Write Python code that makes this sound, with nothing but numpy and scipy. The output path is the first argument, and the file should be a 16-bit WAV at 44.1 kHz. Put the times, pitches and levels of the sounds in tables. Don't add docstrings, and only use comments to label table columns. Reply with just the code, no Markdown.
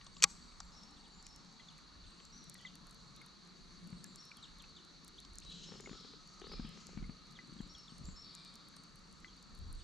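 import sys
import numpy as np
from scipy import signal
from scipy.fft import rfft, irfft
from scipy.io import wavfile
from scipy.ndimage import uniform_filter1d

SR = 44100
rng = np.random.default_rng(int(sys.argv[2]) if len(sys.argv) > 2 else 0)


def to_linear_factor(level_db):
    exponent = np.asarray(level_db, float) / 20
    return 10 ** exponent


def wav_record(signal):
    frames = np.transpose(np.atleast_2d(signal))
    bounded = np.clip(frames, -1, 1)
    quanta = np.round(bounded * 32767).astype(np.int16)
    wavfile.write(sys.argv[1], SR, quanta)


N = 433503
T = np.arange(N) / SR

# (time [s], peak [dB], centre [Hz], t60 [s])
CLUTCH_SNAPS = [(.2035, -46, 3000, .01), (.2225, -31, 4000, .012), (.2238, -13.5, 5500, .009),
                (.2272, -28, 4800, .014), (.231, -27, 5500, .009), (.2322, -11.5, 6300, .01),
                (.2372, -26, 4500, .012), (.2388, -3, 5200, .007), (.24, -5, 5600, .008),
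                (.2414, -15, 5200, .008), (.2435, -18, 5000, .01), (.2465, -30, 4000, .02)]
# (frequency [Hz], level [dB], t60 [s])
HOUSING_MODES = [(650, -20, .02), (945, -34, .15), (1010, -22, .04), (1147, -16, .045), (1290, -7, .016),
                 (818, -36, .13), (1590, -14, .02), (1950, -6, .011), (2160, -19, .04), (2450, 0, .012),
                 (500, -24, .025), (4650, 4, .008), (5800, 9, .008), (6700, 7, .008), (7800, -6, .006)]
# (time [s], peak [dB], centre [Hz])
HANDLE_KNOCKS = [(.012, -46.5, 2800), (0.045, -55, 7000), (0.066, -40.5, 4440), (0.167, -42, 3780),
                 (.521, -55, 3030), (0.6025, -37.5, 5070), (0.604, -42.5, 1100), (0.833, -48, 4960),
                 (.908, -58, 6960), (1.2662, -52.5, 2826), (1.447, -55, 5500), (1.786, -55, 1779),
                 (8.351, -53, 5500), (2.201, -50.5, 2400), (2.756, -52, 2540), (3.17, -55, 4000),
                 (4.158, -52, 4960), (5.249, -46.5, 4500), (5.449, -45, 5000), (6.397, -50.5, 4970),
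                 (8.766, -46, 4500), (9.074, -59, 4800)]
# (time [s], bright ring peak [dB], dull ring re bright [dB])
GEAR_TICKS = [(1.267, -56, 12), (2.2521, -53.5, 3), (2.4416, -52, -5), (2.4972, -42, -5.5),
              (2.543, -48, -13), (2.755, -48.5, -5), (2.8694, -54.5, -7.5), (2.9098, -52, -13),
              (3.163, -54, -9.5), (3.2626, -51.5, -16), (3.8737, -59, -12), (4.0423, -41, -1),
              (4.1588, -44.5, -3), (4.5854, -56.5, -6), (4.6225, -54, -9.5), (5.0473, -51.5, -8),
              (5.0798, -47, -5), (5.2024, -48.5, -2), (5.356, -48, -1), (5.385, -46, 7), (5.402, -52, 2),
              (5.807, -51, 4.5), (6.869, -56.5, 11.5), (7.4743, -59, 1), (8.351, -44, 1.5),
              (8.686, -55.5, -24), (9.127, -56, -7.5), (9.728, -48, -18)]
# (time [s], bright ring peak [dB], dull ring re bright [dB])
GUIDE_TICKS = [(1.227, -59, 10), (1.3616, -49.5, -1), (1.7804, -59, 1.5), (2.8957, -60, -6),
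               (2.946, -56, -8), (3.217, -59, -15), (4.2531, -56, -9), (4.3703, -52.5, -13),
               (6.275, -56, -2), (6.691, -53.5, -6), (7.3112, -63, 7), (7.6155, -59, -1), (7.784, -56, 0),
               (7.982, -51, -5), (8.055, -52, 3), (8.449, -53.5, 0.5), (8.5557, -48.5, -3),
               (8.765, -53, -12), (8.837, -55, -3), (8.958, -56, -17), (9.427, -53, -3),
               (9.551, -57, -13.5), (9.5896, -57, -18)]
# (time [s], peak [dB])
FAINT_TICKS = [(.586, -72), (.652, -67), (1.0814, -64), (1.29, -66), (1.526, -67), (1.5994, -76),
               (1.7104, -70), (1.723, -69), (1.7864, -68.5), (2.107, -63), (2.3024, -69), (2.5804, -65),
               (2.613, -62), (2.9274, -64), (3.4506, -66), (3.474, -61), (3.8417, -67.5), (3.903, -61),
               (3.983, -69), (4.0637, -61), (4.2324, -70), (4.6944, -67), (4.849, -57), (5.0854, -62),
               (5.1764, -72), (5.1886, -68), (5.334, -57), (5.503, -61), (5.7813, -65.5), (6.009, -68),
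               (6.3374, -66), (6.4144, -68), (6.475, -63), (6.523, -64), (6.668, -64), (7.0634, -67.5),
               (7.2684, -69.5), (7.3228, -60.5), (7.5358, -64), (7.6755, -65), (7.7388, -66), (7.9583, -71),
               (8.3396, -65), (8.54, -58.5), (8.9914, -64), (9.112, -68), (9.1864, -74), (9.2025, -62),
               (9.366, -64), (9.5766, -64), (9.6794, -68), (9.7512, -61.5)]
# (frequency [Hz], lead [rad])
PORT_LEAD = [(400, 0), (950, .6), (2300, 1), (4500, .15), (8700, .6), (9500, -.6), (11500, .2),
             (13000, 1.2)]
# (time [s], peak [dB], frequency [Hz])
LURE_CLINKS = [(1.5968, -53.5, 2040), (2.5531, -55.5, 1950), (2.6055, -59, 1960), (2.6497, -42, 2036),
               (3.214, -49, 2170), (4.0442, -57, 1720), (4.316, -47, 2370), (4.64, -54, 2640),
               (5.8587, -44, 2210), (6.5171, -54, 2300), (6.9858, -53.5, 2330), (7.0404, -52, 2150),
               (7.3888, -44.5, 2010), (8.7375, -62, 1610), (9.245, -43, 2040)]
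# (time [s], peak [dB], frequency [Hz])
HULL_THUDS = [(0.24, -44.5, 163), (3.163, -57, 178), (3.92, -40, 148), (5.714, -47, 168), (5.906, -40, 191),
              (6.589, -33.5, 209), (6.641, -38, 190), (6.966, -35.5, 191), (7.018, -38.5, 180),
              (7.087, -38.5, 182), (7.488, -47.5, 207), (7.518, -49, 238), (7.558, -46, 210),
              (7.597, -35, 202), (7.657, -47.5, 202), (7.915, -46, 197), (8.006, -43.5, 172),
              (8.078, -40.5, 176)]
# (time [s], peak [dB])
SEAT_SLIPS = [(5.687, -55), (5.719, -49), (5.738, -52), (5.755, -49), (5.799, -49), (5.838, -54),
              (5.873, -44.5), (5.893, -45.5), (5.929, -48.5), (5.949, -53), (6.008, -59), (6.046, -52.5),
              (6.135, -53), (6.416, -45), (6.441, -46.5), (6.468, -46.5), (6.495, -51.5), (6.517, -45),
              (6.535, -46), (6.774, -52.5), (6.891, -52.5), (6.931, -54.5)]
# (length [s], start [Hz], bend [Hz], end [Hz], level re full note [dB])
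SONG_NOTES = [
    (.12, 8180, 8300, 8300, -19),
    (.07, 7100, 7640, 7220, -11),
]
# (thin note time [s], hooked note time [s], level [dB])
SONGS = [
    (.463, .625, -63),
    (.95, 1.14, -63),
    (2.054, 2.21, -60),
    (3.913, 4.06, -58.5),
    (5.41, 5.538, -59.5),
    (7.45, 7.575, -62),
]
# (time [s], level [dB])
THIN_NOTES = [
    (.01, -77.5),
    (7.882, -76),
    (8.374, -78),
    (9.76, -75.5),
]
# (time [s], climb [s], start [Hz], top [Hz], held [Hz], climb [dB], hold [dB])
FULL_NOTES = [
    (.724, .036, 4900, 5950, 5430, -63, -63),
    (1.25, .026, 5050, 5950, 5350, -64, -66),
    (2.328, .048, 5580, 6020, 5660, -59, -67),
    (4.186, .036, 5300, 5820, 5360, -57, -67),
    (5.668, .03, 5170, 5580, 5200, -58, -65),
    (7.696, .04, 5280, 5900, 5420, -61, -62),
]
# (time [s], length [s], start [Hz], held [Hz], level [dB])
SLURRED_CALLS = [
    (5.459, 0.0724, 4150, 3950, -53.5),
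    (5.56, .085, 3950, 4030, -58.5),
    (5.804, 0.12, 6900, 6900, -64),
    (5.926, .1, 1297, 1285, -62),
    (5.945, .078, 5550, 5570, -66),
    (8.16, 0.09, 5460, 5450, -57),
    (8.764, 0.021, 9000, 8550, -69),
]
# (time [s], length [s], start [Hz], middle [Hz],
# end [Hz], level [dB])
BENT_CALLS = [(6.515, .07, 5150, 5180, 5100, -60), (6.6, .12, 5000, 5130, 5100, -66),
              (6.492, .07, 5150, 4600, 4300, -59), (6.53, .054, 2620, 2400, 2350, -67),
              (8.222, .11, 4200, 4450, 4750, -61), (8.296, .02, 4000, 3400, 2600, -67),
              (8.324, .16, 2400, 2390, 2391, -71), (5.49, .12, 3800, 3310, 2950, -68),
              (8.045, .02, 6940, 7200, 7400, -62), (8.07, .05, 7050, 7600, 6700, -62),
              (1.118, .06, 7150, 6950, 7150, -66), (5.9, .12, 2400, 4020, 4640, -67)]
# (time [s], length [s], start [Hz], end [Hz], level [dB])
SLIDES = [
    (6.416, .084, 3250, 5220, -59),
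    (6.42, .025, 3250, 2650, -63),
    (6.648, .04, 3450, 2400, -60),
    (5.422, .022, 1900, 5300, -64),
    (2.603, .014, 2950, 3500, -61),
    (3.16, .025, 4300, 3500, -61),
    (6.73, .03, 4600, 5900, -67),
]
# (time [s], length [s], low edge [Hz], high edge [Hz], level [dB])
RASPS = [(0.135, 0.085, 6800, 7700, -67), (0.551, 1.32, 746, 943, -75), (5.439, 0.37, 2780, 4400, -63),
         (5.429, 0.59, 4840, 7140, -67.5), (5.851, 0.33, 3340, 5200, -61.5), (5.859, 2.15, 1201, 1310, -72),
         (6.201, 0.25, 5450, 6920, -72), (6.461, 0.27, 3450, 5000, -62.5), (6.499, 0.55, 1980, 3350, -73),
         (6.721, 0.25, 4800, 7200, -69.5), (7.456, 2.4, 1127, 1333, -74.5), (8.191, 0.51, 3480, 4830, -63)]
# (time [s], peak [dB], start [Hz])
CHIPS = [(0.146, -63, 3800), (0.972, -67, 3700), (1.044, -59, 4000), (1.603, -65.5, 3600),
         (1.6894, -59, 3790), (2.045, -60, 3770), (2.588, -58.5, 3600), (2.664, -53.5, 3950),
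         (4.376, -58, 3500), (4.433, -50.5, 4200), (4.597, -55.5, 3950), (4.771, -55.5, 3850),
         (5.1377, -65, 3800), (6.728, -57, 4000), (7.3597, -60, 3800), (7.598, -63, 3450),
         (7.757, -59, 3460), (7.885, -57, 3800), (9.288, -62, 3340), (9.7956, -58, 3840)]
# (centre [Hz], width [Hz], level [dB], throb rate [Hz], throb depth [dB])
INSECT_CHOIRS = [
    (4500, 300, -68.5, 15.8, 3),
    (4120, 730, -66.5, 32, 0),
    (6100, 1500, -75, 7.4, 1.5),
    (1192, 560, -71.5, 4.5, 1.5),
]
# (frequency [Hz], density [dB/Hz])
WOOD_SPECTRUM = [(90, -6), (110, -16), (175, -0.5), (260, -9.5), (500, -19), (800, -24.5), (2000, -20),
                 (3200, -26), (5000, -27.5), (7500, -29.5), (9000, -40), (12000, -52), (14000, -76)]
# (time [s], half length [s], breeze lift [dB], murmur lift [dB])
STIRS = [(0.3, 0.36, 5.5, -1), (1.258, 0.17, 2, -3.5), (1.827, 0.36, 3.5, -3.5), (3.31, .3, -6, 2),
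         (3.718, 0.16, 7.5, 1.5), (3.97, 0.29, 0, 8.5), (5.45, 0.19, 6, 0), (5.828, 0.42, 7, 9),
         (6.614, 0.23, 15, 13.5), (7.027, 0.19, 23.5, 14), (7.502, 0.35, -0.5, 5.5), (8.042, 0.18, 25, 11),
         (9.677, 0.3, 13.5, 1.5)]


def reel():
    gear_pan_db, guide_pan_db = 2.5, -2.5
    faint_gain_db = 5
    snap, ticks = np.zeros((2, 2, N))
    for s, db, hz, t60_s in CLUTCH_SNAPS:
        add(snap, s, to_linear_factor(db - 2.5) * crack(hz, t60_s, .75), .5)
        add(snap, s, to_linear_factor(db - 4) * ring(HOUSING_MODES, .00054), 1.5)
    for s, db, hz in HANDLE_KNOCKS:
        add(ticks, s, to_linear_factor(db) * crack(hz, .033, .44), 2.1)
        add(ticks, s, to_linear_factor(db - 12) * ring(HOUSING_MODES[:4], .00085), 2.1)
    leans = rng.standard_normal(len(FAINT_TICKS))
    for (s, db), lean in zip(FAINT_TICKS, leans):
        add(ticks, s, to_linear_factor(db + faint_gain_db) * crack(11400, .0097, .82), 3 * lean)
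    for table, pan_db in [(GEAR_TICKS, gear_pan_db), (GUIDE_TICKS, guide_pan_db)]:
        for s, db, dull_db in table:
            modes = [(5220, dull_db - 18, .0074), (5930, dull_db - 13, .0054), (7200, dull_db, .0019),
                     (8780, -15, .0052), (9900, -7, .0016), (11830, -14.5, .0017), (14000, -35, .0049)]
            add(ticks, s, to_linear_factor(db + max(dull_db, 0) + 5.5) * ring(modes, .00019), pan_db)
    shade = butter(snap[0], 1, [1500, 3500]) + butter(snap[0], 1, [7000, 7900])
    snap = snap + .15 * shade * np.array([[1], [-1]])
    snap = to_linear_factor(-3) * butter(snap, 2, [8600, 11000], "bandstop") + .2 * snap
    to_banks = butter(snap, 1, [4500, 14000])
    scatter = echo(to_banks, .72, .045)
    late_return = np.roll(echo(to_banks, .08, .012), 2200, axis=1)
    return ports(snap + ticks) + to_linear_factor(-29.5) * (.8 * scatter + .52 * late_return)


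def lure():
    out = np.zeros((2, N))
    for s, db, hz in LURE_CLINKS:
        t60_s = .06 if hz < 2100 else .035
        modes = [(hz, 0, t60_s), (1.047 * hz, -6, .02), (.64 * hz, -9, .012), (.73 * hz, -12, .01)]
        add(out, s, to_linear_factor(db) * ring(modes, .0004), 2, lag_samples=3)
        add(out, s, to_linear_factor(max(db, -52) - 3.5) * crack(1860, .012, .56), 2)
    return out


def boat():
    thud_pan_db, seat_hz, seat_spread = 7.5, 406, .051
    out = np.zeros((2, N))
    t = T[:int(.06 * SR)]
    sway = -np.sin(2 * np.pi * 40 * t) * np.hanning(len(t))
    for s, db, hz in HULL_THUDS:
        swing = np.sin(2 * np.pi * hz * t) * (t * hz) ** 2 * np.exp(-3.2 * t * hz)
        thud = swing / np.abs(swing).max() + .21 * sway
        add(out, s + .0055, to_linear_factor(db) * thud, thud_pan_db)
        add(out, s + .0084, to_linear_factor(db - 13.5) * crack(1100, .037, .94), 5)
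    slip_hz = seat_hz * (1 + seat_spread * rng.standard_normal(len(SEAT_SLIPS)))
    for (s, db), hz in zip(SEAT_SLIPS, slip_hz):
        modes = [(hz, 0, .035), (1.2 * hz, -4, .03), (830, -11, .025),
                 (1150, -12, .02), (1800, -15, .015), (2400, -22, .015)]
        add(out, s, to_linear_factor(db) * ring(modes, .00089), 6.5, lag_samples=3)
        add(out, s, to_linear_factor(db - 2) * crack(1200, .033, 1), 5)
    return out


def birds():
    hold_s, overshoot = .11, .03
    chip_s, chip_end_hz = .036, 2740
    wood_t60_s = .5
    far, near = np.zeros((2, 2, N))
    notes = []  # (time [s], length [s], start [Hz], bend [Hz], end [Hz], level [dB])
    for *starts, db in SONGS:
        for s, note in zip(starts, SONG_NOTES):
            notes.append((s, *note[:4], db + note[4]))
    for s, climb_s, hz0, top, held, db, hold_db in FULL_NOTES:
        notes.append((s, climb_s, hz0, (2 * hz0 + top) / 3, top, db))
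        notes.append((s + climb_s, hold_s, (top + 2 * held) / 3, held, held, hold_db))
    for s, length_s, hz0, hz1, db in SLIDES:
        notes.append((s, length_s, hz0, (2 * hz0 + hz1) / 3, hz1, db))
    for s, db in THIN_NOTES:
        notes.append((s, *SONG_NOTES[0][:4], db))
    for s, length_s, hz0, hz, db in SLURRED_CALLS:
        notes.append((s, length_s, hz0, hz * (1 + overshoot * np.sign(hz - hz0)), hz, db))
    for s, length_s, hz0, hz1, hz2, db in notes + BENT_CALLS:
        quaver = min(.22, (150 if hz1 > 6500 else 80) / (abs(hz1 - hz2) + 250))
        settle = .95 if (hz1 - hz0) * (hz2 - hz1) > 0 else .6
        add(far, s - .006, to_linear_factor(db) * whistle(length_s, hz0, hz1, hz2, -40, quaver, settle), 2)
    for s, length_s, lo_hz, hi_hz, db in RASPS:
        u = np.arange(int(length_s * SR)) / (length_s * SR)
        rasp = butter(rng.standard_normal(len(u)), 3, [lo_hz, hi_hz])
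        add(far, s, to_linear_factor(db) * unit(rasp) * np.minimum(5 * u, 1) * (1 - u) ** .47, 2)
    for s, db, hz in CHIPS:
        bend_hz = .72 * hz + .28 * chip_end_hz
        chip = whistle(chip_s, hz, bend_hz, chip_end_hz, -13.5, .09, .93)
        add(near, s - .01, to_linear_factor(db) * chip * np.linspace(1, .35, len(chip)), 1)
    rising_chip = whistle(.04, 2800, 3500, 4300, -30, .03)[:1200] * np.hanning(1200) ** .4
    add(near, 5.174, to_linear_factor(-56) * rising_chip, 1)
    direct = to_linear_factor(-.5) * far * to_linear_factor(3 * walk(60)) + near * to_linear_factor(4.5 * walk(150))
    return direct + to_linear_factor(-3) * echo(near, .25, .012) + to_linear_factor(2.2) * echo(far, wood_t60_s, .01)


def insects():
    out = 0
    for hz, width_hz, db, rate_hz, throb_db in INSECT_CHOIRS:
        throb = np.sin(2 * np.pi * np.cumsum(rate_hz * (1 + .045 * walk(2))) / SR)
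        level_db = db + throb_db * throb + .49 * walk(.74) + 1.1 * walk(9.7)
        out = out + to_linear_factor(level_db) * spread(band(hz, width_hz), -10 if hz > 3000 else -5)
    return out


def wood():
    wood_db, breeze_db = -63.5, -69
    breeze_lift_db, murmur_db = sum(np.outer(lift_db, np.maximum(1 - abs(T - s) / half_s, 0))
                                    for s, half_s, *lift_db in STIRS)
    spectrum_hz, spectrum_db = np.transpose(WOOD_SPECTRUM)
    out = 0
    for hz in 110 * 2 ** np.arange(0, 7.2, 1 / 3):
        db = np.interp(np.log(hz), np.log(spectrum_hz), spectrum_db) + 10 * np.log10(hz / 175)
        flicker_db = (2.5 if hz < 400 else 1.4) * walk(9)
        lean = to_linear_factor(np.array([[1], [-1]]) * 2 / (1 + (np.log(hz / 350) / .9) ** 2))
        level = to_linear_factor(db + murmur_db / (1 + (hz / 400) ** 2) + flicker_db)
        out = out + level * lean * spread(band(hz, hz / 4), -4.5, 3 * (400 < hz < 3300))
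    puffs = band(34, 50) + to_linear_factor(-11.5 + 3 * walk(6.9)) * band(70, 50)
    breeze_level = to_linear_factor(breeze_db + breeze_lift_db + 3.16 * walk(10) + 2.2 * walk(4))
    breeze = breeze_level * spread(puffs, -7.5) * to_linear_factor(np.array([[-1], [1]]))
    return to_linear_factor(wood_db - 4) * out + breeze


def crack(hz, t60_s, width):
    t = T[:512]
    f = np.arange(257) * SR / 512 + 1
    x = rng.standard_normal(512) * np.exp(-np.log(1000) * t / t60_s) * (1 - np.exp(-t / .000068))
    colour = np.exp(-(np.log(f / hz) / width) ** 2) / (1 + (f / 9500) ** 16) ** .5 + .005
    x = np.roll(irfft(rfft(x) * colour), 12) * np.hanning(1024)[512:]
    return x / np.abs(x).max()


def ring(modes, push_s):
    hz, db, t60_s = np.transpose(modes)[:, :, None]
    t = T[:int(t60_s.max() * SR)]
    chance = rng.random((len(modes), 2))
    detune = .9827 + .016 * chance[:, :1]
    x = to_linear_factor(db) * np.exp(-np.log(1000) * t / t60_s) * np.sin(2 * np.pi * (hz * detune * t + chance[:, 1:]))
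    x = x.sum(axis=0) * (1 - np.exp(-t / push_s))
    return x / np.abs(x).max()


def whistle(length_s, hz0, hz1, hz2, overtone_db, quaver, settle=.6):
    u = np.arange(int(length_s * SR)) / (length_s * SR)
    hz = np.interp(u, [0, .33, min(settle, .99), 1], [hz0, hz1, hz2, hz2])
    hz = uniform_filter1d(hz, len(u) // 12 + 1)
    shake = np.interp(u, np.linspace(0, 1, 24), rng.standard_normal(24))
    phase = 2 * np.pi * np.cumsum(hz + quaver * (abs(hz1 - hz2) + 250) * shake) / SR
    fade = (1 - u) ** (.32 if settle < .9 or hz2 < hz0 else .06)
    return np.minimum(6 * u, 1) * fade * (np.sin(phase) + to_linear_factor(overtone_db) * np.sin(2 * phase))


def echo(x, t60_s, gap_s):
    t = T[:int(t60_s * SR)]
    fade = np.exp(-np.log(1000) * t / t60_s) * (1 - np.exp(-(t / gap_s) ** 4))
    tail = rng.standard_normal((3, len(t))) * fade
    tail = tail[0] + .56 * tail[1:]
    return signal.fftconvolve(x, tail / np.sqrt(np.sum(tail[0] ** 2)), axes=1)[:, :N]


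def ports(x):
    f = np.arange(N // 2 + 1) * SR / N + 1
    lead_hz, lead_rad = np.transpose(PORT_LEAD)
    lead = np.interp(np.log(f), np.log(lead_hz), lead_rad)
    return irfft(rfft(x) * np.exp(.5j * lead * np.array([[1], [-1]])), N)


def add(out, s, x, pan_db=0, lag_samples=0):
    start = int(s * SR)
    for side, (gain, i) in enumerate([(to_linear_factor(pan_db / 2), start), (to_linear_factor(-pan_db / 2), start + lag_samples)]):
        out[side, i:i + len(x)] += gain * x[:N - i]


def spread(pair, side_db, lag_samples=0):
    mid, side = pair[0], to_linear_factor(side_db) * pair[1]
    return np.array([mid + side, np.roll(mid - side, lag_samples)])


def band(hz, width_hz, channels=2):
    f = np.arange(N // 2 + 1) * SR / N
    spectrum = rfft(rng.standard_normal((channels, N)))
    return unit(irfft(spectrum / (1 + (2 * (f - hz) / width_hz) ** 2) / (1 + (f / 13200) ** 16), N))


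def walk(rate_hz):
    k = int(SR / rate_hz)
    held = np.repeat(rng.standard_normal(N // k + 1), k)
    return 1.3 * uniform_filter1d(uniform_filter1d(held, k), k)[:N]


def unit(x):
    return x / np.sqrt(np.mean(x ** 2))


def butter(x, order, edges_hz, kind="bandpass"):
    return signal.sosfilt(signal.butter(order, edges_hz, kind, fs=SR, output="sos"), x)


def scene():
    return reel() + lure() + boat() + birds() + insects() + wood()


def band_limit(x):
    return signal.sosfilt(signal.butter(12, 15780, fs=SR, output="sos"), x)


def record(dry):
    no_top = signal.sosfilt(signal.ellip(8, .2, 70, 15700, fs=SR, output="sos"), dry)
    mix = butter(no_top, 2, 20, "highpass")
    return band_limit(mix)


dry = scene()
out = record(dry)
wav_record(out)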